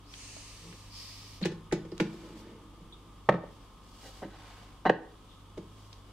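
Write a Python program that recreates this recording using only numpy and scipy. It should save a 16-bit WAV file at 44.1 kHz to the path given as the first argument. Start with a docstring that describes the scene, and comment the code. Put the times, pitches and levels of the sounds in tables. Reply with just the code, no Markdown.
"""A small tiled kitchen. An empty plastic tub hisses across the counter, and its wooden lid is prised
off in a few hollow pops: each slip of the seal makes the tub ring. The lid knocks on the worktop and is
laid down with a clatter, a quick run of tiny blows. Sleeves and palms rub, making soft noise, as a hand
takes hold of a bag of rice. A fridge motor hums behind it all, and the knocks echo off the tiles."""
import sys
import numpy as np
from scipy import signal
from scipy.fft import rfft, irfft
from scipy.io import wavfile

SR = 44100
rng = np.random.default_rng(int(sys.argv[2]) if len(sys.argv) > 2 else 0)


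def dump_mix(stems):
    """Bounce the given channels to the path in sys.argv[1] as a 16-bit WAV at rate SR."""
    frames = np.atleast_2d(stems).T  # one column per channel
    limited = np.clip(frames, -1, 1)  # hard clip at full scale
    pcm = np.round(limited * 32767).astype(np.int16)
    wavfile.write(sys.argv[1], SR, pcm)


N = 269892
TIME = np.arange(N) / SR

# Tones heard when the tub is struck; the lowest are the counter and room booming:
# pitch_hz, level_db, ring_s (time to fade by 60 dB)
TUB_HIT_TONES = [(136.2, -33.5, 0.36), (163.4, -24, 0.54), (189.1, -24, 0.2), (216.8, -30, 0.36),
                 (320.5, -21.5, 0.13), (359.8, -21, 0.072), (463, -17, 0.04), (635, -33, 0.066),
                 (850, -33.5, 0.15), (1456, -44.5, 0.14), (1790, -40.5, 0.097), (2180, -28, 0.013),
                 (3760, -62, 0.14)]
# Jolts from the seal or a hand: start_s, blow_db, hardness_hz, crack_db, favoured_hz, touch_lead_s
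TUB_JOLTS = [(0.684, -38, 198, -50, 168, 0.0018), (1.4149, -8, 235, -17, 199, 0.004),
             (1.4247, -25, 230, -14, 185, 0.0043), (1.4551, -9, 1990, -0.5, 368, 0.006),
             (1.518, -17.5, 800, -19, 390, .0025), (1.7248, -5, 1990, -1, 385, 0.0026),
             (1.851, -23, 595, -27, 405, 0.0018), (1.92, -18, 1400, -30, 376, 0.0028),
             (2.003, -2.5, 2200, -0.5, 294, 0.0038), (2.14, -23, 503, -28, 332, 0.0031),
             (2.805, -25.5, 203, -57, 186, 0.0027), (5.577, -16.5, 980, -19.5, 500, 0.0031)]
# Thin plastic at the rim and under the fingers: start_s, level_db, pitch_hz, width_hz, ring_s
PLASTIC_TICKS = [(0.138, -40, 3110, 1930, 0.017), (0.363, -45, 565, 500, 0.039),
                 (0.724, -49, 2370, 2000, 0.034), (1.427, -36.5, 4090, 500, 0.061),
                 (1.437, -35.5, 2555, 1400, 0.028), (1.712, -44.5, 1880, 700, 0.04),
                 (1.917, -50, 4650, 1080, 0.027), (1.979, -43, 3970, 6000, .012),
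                 (1.9995, -25.5, 2203, 1500, .02), (2.922, -51, 3570, 350, 0.094),
                 (5.28, -63.5, 3510, 600, 0.48), (5.929, -43, 4100, 2750, 0.013)]
# Pushes on the tub: start_s, rise_s, hold_s, hiss_db, speed_0_to_1, sing_db, rest_hz, top_hz
TUB_PUSHES = [(0.03, .2, 0.14, -50, 0.99, -56, 3860, 6480),
              (0.897, 0.088, .05, -50, 0.57, -49.5, 4900, 4900)]
# Tones heard when the lid is struck on its edge or face; the lowest are the counter and room booming:
# pitch_hz, edge_db, face_db, ring_s
LID_HIT_TONES = [(91.3, -33, -59, 0.34), (130.7, -18.5, -38, 0.24), (169.4, -18.5, -23.5, 0.21),
                 (193.3, -12.5, -22.5, 0.13), (201.7, -15.5, -19, 0.12), (270, -53.5, -12.5, 0.18),
                 (322, -28.5, -16.5, 0.16), (420, -17, -19, 0.1), (496.4, -10, -22, 0.071),
                 (575, -12, -18, 0.062), (650, -3, -42.5, 0.013), (720, -17.5, -34, 0.11),
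                 (765, -15.5, -11, 0.046), (920, -31.5, -27.5, 0.089), (1110, -34, -49.5, 0.032),
                 (1291, -11.5, -51, 0.042), (1505, -52, -20, 0.12), (1650, -22, -17, 0.027),
                 (1846, -19.5, -18, 0.04), (1990, -32, -11.5, 0.015), (2200, -31, -56, 0.02),
                 (2900, -33, -17, 0.021), (3780, -38.5, -54, 0.14), (3970, -83, -16, 0.046)]
# The lid lands: start_s, edge_db, face_db, tipping_s, hardness_hz, crack_db, favoured_hz
LID_LANDINGS = [(3.2884, -2, -7, 0.0033, 2230, -1, 580), (3.323, -7.5, -33, 0.0029, 250, -13, 130),
                (3.3391, -26, -9.5, 0.0019, 700, -15, 194), (3.433, -36, -24.5, 0.00194, 890, -42, 554),
                (4.247, -55, -22.5, 0.0017, 350, -40, 320), (4.8938, -13, 0, 0.002256, 3020, -3.5, 556)]
# The lid skids: start_s, blow_db, first_hardness_hz, crack_db, favoured_hz, first_gap_s
LID_SKIDS = [(4.219, -26.5, 700, -31, 517, .0046), (4.8528, -10.5, 1140, -11.5, 836, .00455)]
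# Scrapes along the worktop: middle_s, length_s, level_db, favoured_hz
TUB_DRAGS = [(0.7, 0.12, -51.5, 163), (2.28, 0.13, -45, 326), (2.48, 0.17, -50.5, 232),
             (2.85, 0.36, -59, 310)]
LID_SCUFFS = [(4.065, 0.045, -52, 532), (4.345, 0.018, -53, 800), (4.43, 0.5, -62, 940)]
# Strokes of sleeves and palms: middle_s, length_s, level_db, brightness_0_to_1
SLEEVE_STROKES = [(2.204, 0.36, -57.5, 0.34), (2.394, 0.049, -58, 0.9), (2.494, .16, -63, 0),
                  (3.587, 0.23, -67, .5), (4.02, 0.23, -58, 0.92), (4.067, 0.08, -53.5, 0.92),
                  (4.178, 0.099, -56, .7), (4.503, 0.3, -55, 0.2), (5.325, 0.18, -71.5, 1),
                  (5.84, 0.25, -64.5, 1), (6.12, 0.086, -63.5, 0.2)]
# The fridge motor's tones: pitch_hz, level_db, waver_radians
MOTOR_TONES = [(49.4, -58, .1), (100.2, -60, 1.24), (286, -70, 0.85), (512, -82.5, 0.55),
               (1068, -71.5, 2.06), (1190, -76, 1.7), (1270, -77, 4)]
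# Noise colours, or how strong each pitch is in a noise: pitch_hz, level_db
TUB_CRACK_COLOUR = [(150, 13), (600, 14.5), (1200, 1.5), (2200, 7.5), (3000, 3), (4500, 1), (7000, -3.5),
                    (10000, -14.5), (15500, -26)]  # crowded, fast-dying tones, heard as a crack
LID_CRACK_COLOUR = [(100, -27), (400, 0), (900, 1), (1250, 1.5), (1480, -15), (1850, -4), (2500, -16),
                    (3700, -22), (5000, -30.5), (8000, -40), (15500, -61)]
SLOW_SLIDE_COLOUR = [(300, -45), (1400, -22), (2400, 1), (3300, -2), (4300, 1.5), (6000, -2), (8000, -15),
                     (11500, -12), (13200, -11.5), (15500, -18)]
FAST_SLIDE_COLOUR = [(300, -14), (1400, -8.5), (2300, 1.5), (3300, -1.5), (5000, 4.5), (6800, -2.5),
                     (9300, -3), (11500, -15), (13500, -22), (15500, -32)]
DULL_CLOTH_COLOUR = [(150, -21), (400, -9.5), (900, -3.5), (1900, -7), (2500, -8.5), (4500, -12.5),
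                     (8000, -25), (15500, -48)]
BRIGHT_CLOTH_COLOUR = [(200, 0.5), (1500, -11.5), (4500, -4), (8000, -11), (11000, -16.5), (15500, -24.5)]
AIR_COLOUR = [(20, -10.5), (32, 6), (62, -3), (82, -5), (120, -4), (200, -2.5), (400, -10), (700, -16.5),
              (1050, -9), (1270, -10), (1450, -27), (2200, -29.5), (3300, -17.5), (4200, -28.5),
              (10000, -31.5), (15500, -42)]  # the kitchen at rest
ECHO_COLOUR = [(100, -10), (190, -8.5), (300, 0.5), (500, 0.5), (1200, 3), (2000, 3), (5000, 9),
               (14000, -2)]
# How long the room echoes: pitch_hz, ring_s
ECHO_TIMES = [(150, 0.58), (500, 0.37), (1500, 0.41), (3000, 0.29), (6000, 0.28), (14000, 0.14)]
# How alike the left and right microphones sound: pitch_hz, likeness_0_to_1
STEREO_LIKENESS = [(100, 0.9), (300, 0.9), (600, 0.69), (1200, 0.6), (2500, 0.54), (5000, 0.09),
                   (10000, 0.053)]


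def tub_pops(rebound_s=0.0215, rebound_hz=456):
    """Each time the seal slips there is a light touch, a hollow boom, and a soft rock back."""
    out = np.zeros((2, N))
    for start, blow_db, hard_hz, crack_db, spot_hz, lead in TUB_JOLTS:
        touch = (-lead, blow_db - 7.5, crack_db - 35, hard_hz)
        boom = (0, blow_db, crack_db - 26, hard_hz)
        rebound = (rebound_s, blow_db - 12, crack_db - 48, min(hard_hz, rebound_hz))
        for delay, body_db, snap_db, cutoff_hz in (touch, boom, rebound):
            pop = strike(TUB_HIT_TONES, body_db, cutoff_hz, spot_hz, TUB_CRACK_COLOUR, snap_db,
                         crack_s=0.06, rise_s=0.000086)
            add(out, start + delay, pop)
    return out


def lid_knocks(edge_flatness=0.079, face_flatness=0.7):
    """The lid lands on its edge, which favours higher tones, then tips and slaps down."""
    out = np.zeros((2, N))
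    for start, edge_db, face_db, tipping, hard_hz, crack_db, spot_hz in LID_LANDINGS:
        add(out, start, lid_contact(edge_flatness, edge_db, hard_hz, spot_hz * 1.66, crack_db))
        add(out, start + tipping, lid_contact(face_flatness, face_db, hard_hz, spot_hz, crack_db))
    return out


def lid_rattles(contacts=6, flatness=0.89):
    """The skidding lid chatters; each contact is harder and comes after a slightly longer gap."""
    out = np.zeros((2, N))
    for start, blow_db, hard_hz, crack_db, spot_hz, gap in LID_SKIDS:
        for k in range(contacts):
            arch_db = -0.85 * (k - 1.5) ** 2  # the run swells, then dies
            tap = lid_contact(flatness, blow_db + arch_db, hard_hz * 1.41 ** k, spot_hz,
                              crack_db + arch_db)
            add(out, start + gap * k ** 1.1, tap)
    return out


def lid_contact(flatness, blow_db, hard_hz, spot_hz, crack_db):
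    """The wooden lid hits the worktop once."""
    return strike(landing_tones(flatness), blow_db, hard_hz, spot_hz, LID_CRACK_COLOUR, crack_db - 13,
                  crack_s=0.038, rise_s=0.00076)


def landing_tones(flatness):
    """The mix of tones depends on how the lid lands: 0 is on its edge, 1 is flat on its face."""
    return [(hz, edge + flatness * (face - edge), ring_s) for hz, edge, face, ring_s in LID_HIT_TONES]


def strike(tones, blow_db, hard_hz, spot_hz, crack_colour, crack_db, crack_s, rise_s):
    """A blow sets tones ringing and adds a noisy crack; a soft blow (low hard_hz) rings dull."""
    soften = signal.butter(2, hard_hz, fs=SR)
    body = signal.lfilter(*soften, ring(favour(tones, spot_hz)))
    t = np.arange(len(body)) / SR
    burst = (1 - np.exp(-(t / rise_s) ** 2)) * decay(t, crack_s)
    crack = noise(crack_colour, size=len(t), ripple_db=-1.5, ripple_hz=124.6)
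    crack = unit(crack + 0.071 * crack[::-1])  # both microphones share the direct sound
    return amp(blow_db) * body + amp(crack_db) * burst * crack


def ring(tones):
    """The ringing after a blow is a sum of fading sine waves; neighbours swing opposite ways."""
    t = np.arange(SR // 3) / SR
    return sum((-1) ** k * amp(db) * decay(t, ring_s) * np.sin(2 * np.pi * hz * t)
               for k, (hz, db, ring_s) in enumerate(tones))


def favour(tones, spot_hz, boost_db=6, width=0.16):
    """The spot that is touched brings out the tones near spot_hz."""
    return [(hz, db + boost_db * np.exp(-(np.log(hz / spot_hz) / width) ** 2), ring_s)
            for hz, db, ring_s in tones]


def plastic_ticks(attack_share=0.047):
    """Thin plastic snaps and squeaks, each around one pitch; longer ones start more gently."""
    out = np.zeros((2, N))
    t = np.arange(SR // 4) / SR
    for start, db, hz, width_hz, ring_s in PLASTIC_TICKS:
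        shape = (1 - np.exp(-t / (attack_share * ring_s))) * decay(t, ring_s)
        add(out, start, amp(db) * whistle(hz, width_hz, size=len(t)) * shape / shape.max())
    return out


def tub_slide(stop_s=1.46, braking_s=0.096):
    """Each push builds, holds and tires; the tub's foot sings and hisses, brighter with speed."""
    out = np.zeros((2, N))
    for start, rise, hold, hiss_db, speed, sing_db, rest_hz, top_hz in TUB_PUSHES:
        t = TIME - start
        build = np.sin(np.pi / 2 * np.clip(t / rise, 0, 1)) ** 2
        fade = amp(-15 * np.maximum(t - rise - hold, 0))
        pace = np.sqrt(build * fade)
        out += amp(hiss_db) * build * fade * rub(speed * pace, SLOW_SLIDE_COLOUR, FAST_SLIDE_COLOUR)
        singing = whistle(rest_hz + (top_hz - rest_hz) * pace, width_hz=780)
        out += amp(sing_db) * build ** 0.45 * fade ** 2.9 * singing  # starts sooner, dies faster
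    return out * np.clip((stop_s - TIME) / braking_s, 0, 1)  # the tub halts as the seal gives


def drag(strokes, tones, above_hz):
    """Tiny random slips of a dragged object keep the tones ringing through each stroke."""
    slips = rng.standard_normal(N) * amp(0.8 * wander(27))
    slips = signal.lfilter(*signal.butter(2, above_hz, "highpass", fs=SR), slips)
    out = np.zeros(N)
    for middle, length, db, spot_hz in strokes:
        ringing = ring(favour(tones, spot_hz, boost_db=11, width=0.14))
        drone = unit(signal.oaconvolve(slips, ringing)[:N])
        out += amp(db) * swell(middle, length) * drone
    return out


def sleeves(rustle_db=-66.5, rustle_brightness=0.23):
    """Cloth and skin rub in uneven strokes, some dull and some bright, over a faint rustle."""
    power = amp(rustle_db) ** 2
    bright_power = power * rustle_brightness
    for middle, length, db, brightness in SLEEVE_STROKES:
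        stroke_power = (amp(db) * swell(middle, length)) ** 2
        power += stroke_power
        bright_power += stroke_power * brightness
    grain = amp(0.96 * wander(105))
    return np.sqrt(power) * grain * rub(bright_power / power, DULL_CLOTH_COLOUR, BRIGHT_CLOTH_COLOUR)


def kitchen_echo(sound, gap_s=0.0031, build_s=0.004):
    """Echoes off tiles and cupboards thicken into a short tail whose treble dies first."""
    hz, t, bands = signal.stft(noise(ECHO_COLOUR, size=SR * 3 // 4), SR, nperseg=256)
    bands = bands * decay(t, read(ECHO_TIMES, hz)[:, None])
    _, tail = signal.istft(bands, SR, nperseg=256)
    tail *= np.clip((np.arange(tail.shape[1]) / SR - gap_s) / build_s, 0, 1)
    tail /= np.linalg.norm(tail[0])
    return signal.fftconvolve(sound.mean(0)[None], tail, axes=1)[:, :N]


def fridge():
    """The motor hums in a few tones that waver in pitch and level."""
    hum = np.zeros(N)
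    for hz, db, waver in MOTOR_TONES:
        sway_db = 3 * min(waver, 1) * wander(1.57)
        phase = 2 * np.pi * hz * TIME + waver * wander(5.6)
        hum += amp(db + sway_db) * np.sqrt(2) * np.sin(phase)
    return hum


def room_air(level_db=-56.5):
    """The air of the room makes a low, steady hush."""
    return amp(level_db) * noise(AIR_COLOUR, ripple_db=0.5, ripple_hz=32.4)


def rub(share, first, second):
    """Rubbing noise that passes from the first colour to the second as share goes from 0 to 1."""
    share = np.clip(share, 0, 1)
    return (np.sqrt(1 - share) * noise(first, ripple_db=3.4)
            + np.sqrt(share) * noise(second, ripple_db=3.4))


def whistle(hz, width_hz, size=N):
    """A band of noise around one pitch, which may glide."""
    smooth = signal.butter(2, width_hz / 2, fs=SR)
    fuzz = signal.lfilter(*smooth, rng.standard_normal((2, size)) + 1j * rng.standard_normal((2, size)))
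    phase = 2 * np.pi * np.cumsum(hz * np.ones(size)) / SR
    return unit((fuzz * np.exp(1j * phase)).real)


def noise(colour, size=N, ripple_db=0, ripple_hz=70):
    """Stereo noise, alike on both sides in the bass; small random peaks and dips make it ring a bit."""
    hz = np.fft.rfftfreq(size, 1 / SR)
    mid, side = rfft(rng.standard_normal((2, size)))
    alike = read(STEREO_LIKENESS, hz)
    mid, side = mid * np.sqrt(1 + alike), side * np.sqrt(1 - alike)
    ripple = np.interp(hz / ripple_hz, np.arange(SR // 20), rng.standard_normal(SR // 20))
    gain = amp(read(colour, hz) + ripple_db * ripple)
    return unit(irfft(np.array([mid + side, mid - side]) * gain, size))


def wander(rate, size=8192):
    """A smooth random curve that changes about rate times a second."""
    step = N / SR / size
    keep_slow = np.exp(-(np.fft.rfftfreq(size, step) / rate) ** 2)
    curve = irfft(rfft(rng.standard_normal(size)) * keep_slow, size)
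    return np.interp(TIME, np.arange(size) * step, unit(curve))


def swell(middle, length):
    """A stroke speeds up and slows again in one smooth hump."""
    return np.exp(-2 * ((TIME - middle) / length) ** 2)


def decay(t, ring_s):
    """Fades by 60 dB every ring_s seconds."""
    return np.exp(-np.log(1000) * t / ring_s)


def amp(db):
    """Turns decibels into a gain."""
    return 10 ** (np.asarray(db) / 20)


def unit(x):
    """Scales a signal to an average power of one."""
    return x / np.sqrt(np.mean(x ** 2) + 1e-20)


def read(points, hz):
    """Looks up a value between a table's rows, on a musical (logarithmic) pitch scale."""
    pitches, values = np.transpose(points)
    return np.interp(np.log(hz + 1), np.log(pitches + 1), values)


def add(mix, start_s, sound):
    """Mixes a sound in at start_s."""
    part = mix[:, round(start_s * SR):][:, :sound.shape[-1]]
    part += sound[..., :part.shape[1]]


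def scene(tub_echo_db=-10, lid_echo_db=-11, tub_left_db=-0.3, lid_left_db=-0.6):
    """Tub, lid and hands in the kitchen, all near the centre."""
    tub = tub_pops() + plastic_ticks()
    lid = lid_knocks() + lid_rattles()
    echo = kitchen_echo(amp(tub_echo_db) * tub + amp(lid_echo_db) * lid)
    tub += tub_slide() + drag(TUB_DRAGS, TUB_HIT_TONES, above_hz=240)
    lid += drag(LID_SCUFFS, landing_tones(flatness=0.92), above_hz=430)
    tub[0] = amp(tub_left_db) * np.roll(tub[0], 2)  # reaches the left microphone slightly later
    lid[0] *= amp(lid_left_db)
    return tub + lid + echo + sleeves() + fridge() + room_air()


def record(dry, threshold_db=-24, squeeze=0.69, release_db_per_s=45, top_hz=15750):
    """The volume dips after the loudest knocks and recovers; the highest treble is cut off."""
    memory = np.exp(-1 / (0.011 * SR))
    smooth = ([1 - memory], [1, -memory])  # averages over about 11 ms
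    power_db = 10 * np.log10(signal.lfilter(*smooth, (dry ** 2).mean(0)) + 1e-12)
    fall_db = TIME * release_db_per_s
    peak_db = np.maximum.accumulate(power_db + fall_db) - fall_db  # jumps up, then sinks steadily
    over_db = np.maximum(peak_db - threshold_db, 0)
    dipped = dry * amp(-squeeze * signal.lfilter(*smooth, over_db))
    treble_cut = signal.firwin(511, top_hz, window=("kaiser", 9), fs=SR)
    return signal.oaconvolve(dipped, treble_cut[None], "same")


dry = scene()
out = record(dry)
dump_mix(out)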